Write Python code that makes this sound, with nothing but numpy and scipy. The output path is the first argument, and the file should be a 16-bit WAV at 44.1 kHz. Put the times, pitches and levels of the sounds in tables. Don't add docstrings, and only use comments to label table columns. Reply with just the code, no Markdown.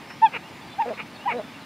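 import sys
import numpy as np
from scipy import signal
from scipy.fft import rfft, irfft
from scipy.io import wavfile
from scipy.ndimage import uniform_filter1d

SR = 44100
rng = np.random.default_rng(int(sys.argv[2]) if len(sys.argv) > 2 else 0)


def unload_wav(signal):
    wavfile.write(
        sys.argv[1],
        SR,
        np.round(np.clip(np.atleast_2d(signal).T, -1, 1) * 32767).astype(np.int16),
    )


N = 72765


# t/s, f/Hz, level/dB, 2nd harmonic/dB, step per higher harmonic/dB
HONK_CURVES = [
    [(.2155, 830, -46, -52, -6), (.218, 850, -30, -44, -6), (.221, 868, -21.5, -40, -8),
     (.228, 890, -13.4, -39, -7), (.237, 901, -10.1, -35.5, -7), (.246, 902, -9.3, -33.5, -8),
     (.256, 878, -11.9, -34, -1.5), (.267, 826, -21.4, -34, 1.4), (.274, 808, -31, -38, -2),
     (.282, 800, -46, -52, -3)],
    [(.781, 750, -44, -56, -6), (.789, 795, -27, -41, -8), (.797, 820, -21, -45, -5),
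     (.803, 935, -19.3, -42, -7), (.812, 918, -20, -38, -6), (.824, 875, -21.5, -42, -3),
     (.831, 825, -27, -46, -6), (.846, 820, -33, -58, -6), (.857, 815, -42, -62, -6)],
    [(1.253, 770, -44, -56, -6), (1.261, 805, -25.5, -43, -7), (1.268, 815, -21.7, -45, -7),
     (1.274, 835, -26, -52, -5), (1.278, 1000, -20.5, -36, -8), (1.291, 965, -22.5, -32, -14),
     (1.304, 890, -25.5, -46, -8), (1.313, 840, -35, -52, -6), (1.322, 800, -44, -60, -6)],
]

def honk(curve, cutoff_hz=3700, jitter=0.0055, shimmer=0.15):
    start_s, (hz, db, second_db, step_db) = controls(curve)
    phase = 2 * np.pi * np.cumsum(hz * (1 + jitter * wobble(len(hz), rate_hz=890))) / SR
    tone = amp(db) * np.sin(phase)
    for k in range(2, 8):
        gain = amp(second_db + (k - 2) * step_db) / (1 + (k * hz / cutoff_hz) ** 24)
        flutter = 1 + shimmer * wobble(len(hz), rate_hz=140)
        tone += gain * flutter * np.sin(k * phase)
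    return start_s, np.sqrt(2) * tone


# t/s, f/Hz, level/dB
RASP_CURVES = [
    [(.322, 570, -47), (.334, 535, -39), (.338, 525, -31), (.352, 485, -28), (.359, 465, -30.5),
     (.365, 440, -25.5), (.373, 425, -33), (.382, 410, -48)],
    [(.966, 620, -48), (.979, 570, -38), (.990, 475, -37), (1.003, 430, -28), (1.012, 410, -35.5),
     (1.032, 380, -49)],
    [(1.281, 640, -40), (1.299, 605, -30), (1.310, 490, -29.5), (1.318, 430, -26.5), (1.327, 390, -29),
     (1.333, 380, -38), (1.345, 370, -48)],
]
# roughness, tilt/(dB/octave), bill gain/dB, bill start f/Hz, bill end f/Hz
RASP_TIMBRES = [(0.57, 0.2, 0.5, 2840, 2560), (0.54, 0, 0.5, 1930, 2550), (0.23, -.5, 4, 2370, 2150)]
# f/Hz, relative gain/dB
RASP_THROAT_EQ = [(200, -28), (480, -5.5), (700, -5.5), (1000, -5.5), (1300, -1), (1800, -8), (2200, 0.5),
                  (2620, -3.5), (2850, -4.5), (3150, -23), (3850, -21), (4600, -36), (15000, -61)]

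def rasp(curve, roughness, tilt_db_oct, bill_db, bill_start_hz, bill_end_hz):
    start_s, (hz, db) = controls(curve)
    throat = [(f, gain_db + tilt_db_oct * np.log2(f)) for f, gain_db in RASP_THROAT_EQ]
    pulses = syrinx(hz, jitter=0.091 * roughness, roughness=roughness)
    voice = colour(pulses, throat)
    bill_hz = np.linspace(bill_start_hz, bill_end_hz, len(hz))
    bill = resonate(voice, bill_hz, width_hz=390).real
    return start_s, amp(db) * unit(voice + amp(bill_db) * bill)


# t/s, f/Hz, level/dB, throat resonance f/Hz
CROAK_CURVES = [
    [(.846, 245.5, -48, 674), (.861, 234.8, -27, 585), (.878, 241, -28, 546), (.895, 247, -30, 577),
     (.910, 212, -26.5, 606), (.923, 204, -33.5, 656), (.934, 167, -36, 523), (.946, 171, -78, 560)],
    [(1.318, 238.5, -32.5, 730), (1.335, 239.9, -31.5, 580), (1.360, 247.5, -28, 550),
     (1.380, 240, -29, 566), (1.398, 208.8, -27.5, 633), (1.407, 211, -36.5, 606), (1.417, 192, -39, 596)],
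]
# f/Hz, relative gain/dB
CROAK_THROAT_EQ = [(100, -14), (230, -0.5), (500, 0.5), (1200, -0.5), (1700, 6.5), (2700, -11), (5000, 8),
                   (8000, -25)]

def croak(curve):
    start_s, (hz, db, throat_hz) = controls(curve)
    pulses = syrinx(hz, jitter=0.014, roughness=0.22)
    ring = resonate(pulses, throat_hz, width_hz=78).imag
    return start_s, amp(db) * unit(colour(ring, CROAK_THROAT_EQ))


def syrinx(hz, jitter, roughness):
    cycles = np.cumsum(hz * (1 + jitter * wobble(len(hz), rate_hz=200))) / SR
    buzz = sum(np.cos(2 * np.pi * k * cycles) for k in range(1, 32))
    puffs = (0.18 + np.exp(-(cycles % 1) / 0.65)) * noise(len(hz))
    return unit(unit(buzz) + 2 * roughness * unit(puffs))


# t/s, rise/s, decay/s, level/dB
SPLASHES = [(.098, 0.007, 0.011, -39), (0.817, 0.0026, 0.0047, -35.5), (0.888, 0.0019, 0.0053, -34.5),
            (.935, 0.0016, 0.0079, -38)]
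# f/Hz, relative level/dB
SPLASH_EQ = [(100, -14.5), (300, -5), (1000, 5.5), (1700, 2.5), (2700, 4), (3400, -21.5), (5000, -12),
             (8000, -32.5), (15000, -48.5)]

def splash(start_s, rise_s, decay_s, db):
    t = np.arange(SR // 2) / SR
    attack = np.minimum(t / rise_s, 1)
    decay = np.exp(-np.maximum(t - 2 * rise_s, 0) / decay_s)
    return start_s, amp(db) * attack * decay * unit(colour(noise(len(t)), SPLASH_EQ))


# t/s, length/s, start f/Hz, end f/Hz, level/dB, waver/fraction of pitch
SONGBIRD_CHIRPS = [(0.065, 0.087, 5350, 5290, -54, 0.0024), (.09, 0.13, 5590, 5660, -61, 0.019),
                   (.215, .05, 5430, 5270, -58, .005), (.42, 0.067, 2620, 2980, -50, .005),
                   (0.492, 0.14, 6900, 7160, -68, .012), (.61, 0.027, 3620, 3370, -53, .008),
                   (.658, 0.033, 5080, 4420, -58, 0.0065), (0.686, 0.083, 3550, 3460, -51, 0.0027),
                   (0.689, 0.072, 4020, 4000, -57, .004), (0.921, 0.06, 4580, 3500, -53, 0.046),
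                   (1.14, .05, 4410, 3880, -50, 0.052), (1.161, 0.11, 2496, 3090, -49.5, 0.011),
                   (1.363, 0.038, 3880, 4010, -51, 0.0053), (1.37, 0.19, 3540, 3500, -56, 0.0176),
                   (1.543, 0.036, 2840, 2690, -50, .008), (1.595, 0.0547, 4370, 3570, -54.5, .018)]

def chirp(start_s, length_s, start_hz, end_hz, db, waver):
    progress = np.arange(0, length_s, 1 / SR) / length_s
    glide_hz = start_hz + (end_hz - start_hz) * progress
    hz = glide_hz * (1 + waver * wobble(len(progress), rate_hz=99))
    envelope = amp(db) * np.sin(np.pi * progress)
    return start_s, envelope * np.sqrt(2) * np.sin(2 * np.pi * np.cumsum(hz) / SR)


def shore_echo(x, db, t60_s, delay_s=0.014):
    t = np.arange(SR // 2) / SR
    tail = noise(len(t)) * amp(-60 * t / t60_s) * (t > delay_s)
    return amp(db) * signal.fftconvolve(x, tail / np.linalg.norm(tail))[:N]


# f/Hz, relative density/dB
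WASH_SPECTRUM = [(25, -49.5), (60, -23.5), (120, -2.5), (180, -1.5), (270, 1.5), (340, -6), (440, -10),
                 (650, -8), (870, -6.5), (1400, -13.5), (1800, -10.5), (2450, -11), (3100, -16),
                 (3700, -17.5), (6000, -26.5), (9000, -32), (15500, -37)]
# f/Hz, left-right correlation
WASH_CORRELATION = [(30, 0.91), (250, .97), (1200, 1), (2500, 0.98), (5000, 1), (9000, .55), (14000, .43)]

def wind_and_ripples(db=-42.5, patch_db=1.38, flicker_db=0.26):
    frames, hz = N // 256 + 5, np.fft.rfftfreq(1024, 1 / SR)
    mid_re, mid_im, side_re, side_im, patches = rng.standard_normal((5, frames, len(hz)))
    patches = uniform_filter1d(patches, size=10, axis=0)
    patches = unit(uniform_filter1d(patches, size=8, axis=1))
    flicker = rng.standard_normal((frames, 1))
    correlation = np.clip(read(WASH_CORRELATION, hz), 0, 0.999)
    mid = np.sqrt(1 + correlation) * (mid_re + 1j * mid_im)
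    side = np.sqrt(1 - correlation) * (side_re + 1j * side_im)
    gain = amp(read(WASH_SPECTRUM, hz) + patch_db * correlation * patches + flicker_db * flicker)
    spectra = np.array([mid + side, mid - side]) * gain
    _, wash = signal.istft(spectra.transpose(0, 2, 1), nperseg=1024, noverlap=768)
    return amp(db) * unit(wash[:, :N])


# f/Hz, level/dB
WHINE_TONES = [(885, -60), (1222, -60), (4522, -68), (5092, -68.5), (9078, -74.5), (9648, -78),
               (11892, -76.5)]

def whine():
    t = np.arange(N) / SR
    tones = (amp(db) * np.sin(2 * np.pi * (hz * t + rng.random())) for hz, db in WHINE_TONES)
    return np.sqrt(2) * sum(tones)


def amp(db):
    return 10 ** (np.asarray(db) / 20)


def unit(x):
    return x / np.sqrt(np.mean(x ** 2) + 1e-20)


def read(points, hz):
    f, value = np.transpose(points)
    return np.interp(np.log(hz + 1), np.log(f + 1), value)


def controls(curve):
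    times_s, *columns = np.transpose(curve)
    t = np.arange(times_s[0], times_s[-1], 1 / SR)
    return times_s[0], [np.interp(t, times_s, column) for column in columns]


def add(mix, start_s, sound):
    part = mix[max(round(start_s * SR), 0):][:len(sound)]
    part += sound[:len(part)]


def noise(size):
    return rng.standard_normal(N)[:size]


def wobble(size, rate_hz):
    rolloff = 1 + (np.fft.rfftfreq(N, 1 / SR) / rate_hz) ** 4
    return unit(irfft(rfft(noise(N)) / rolloff, N))[:size]


def colour(x, eq):
    log_gain = np.log(amp(read(eq, abs(np.fft.fftfreq(SR, 1 / SR)))))
    response = np.exp(np.conj(signal.hilbert(log_gain)))
    taps = np.fft.ifft(response).real[:2048]
    return signal.fftconvolve(x, taps)[:len(x)]


def resonate(x, hz, width_hz):
    carrier = np.exp(2j * np.pi * np.cumsum(hz) / SR)
    pole = np.exp(-np.pi * width_hz / SR)
    return 2 * carrier * signal.lfilter([1 - pole], [1, -pole], x / carrier)


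def scene():
    near, far = np.zeros(N), np.zeros(N)
    for curve in HONK_CURVES:
        add(near, *honk(curve))
    for curve, timbre in zip(RASP_CURVES, RASP_TIMBRES):
        add(near, *rasp(curve, *timbre))
    for curve in CROAK_CURVES:
        add(near, *croak(curve))
    for row in SPLASHES:
        add(near, *splash(*row))
    for row in SONGBIRD_CHIRPS:
        add(far, *chirp(*row))
    near += shore_echo(near, db=-27.5, t60_s=0.18)
    far += shore_echo(far, db=-8, t60_s=0.37)
    return near + far + wind_and_ripples() + whine()


def record(dry):
    taps = signal.firwin(511, 15700, window=("kaiser", 9), fs=SR)
    return signal.oaconvolve(dry, taps[None], "same")


dry = scene()
out = record(dry)
unload_wav(out)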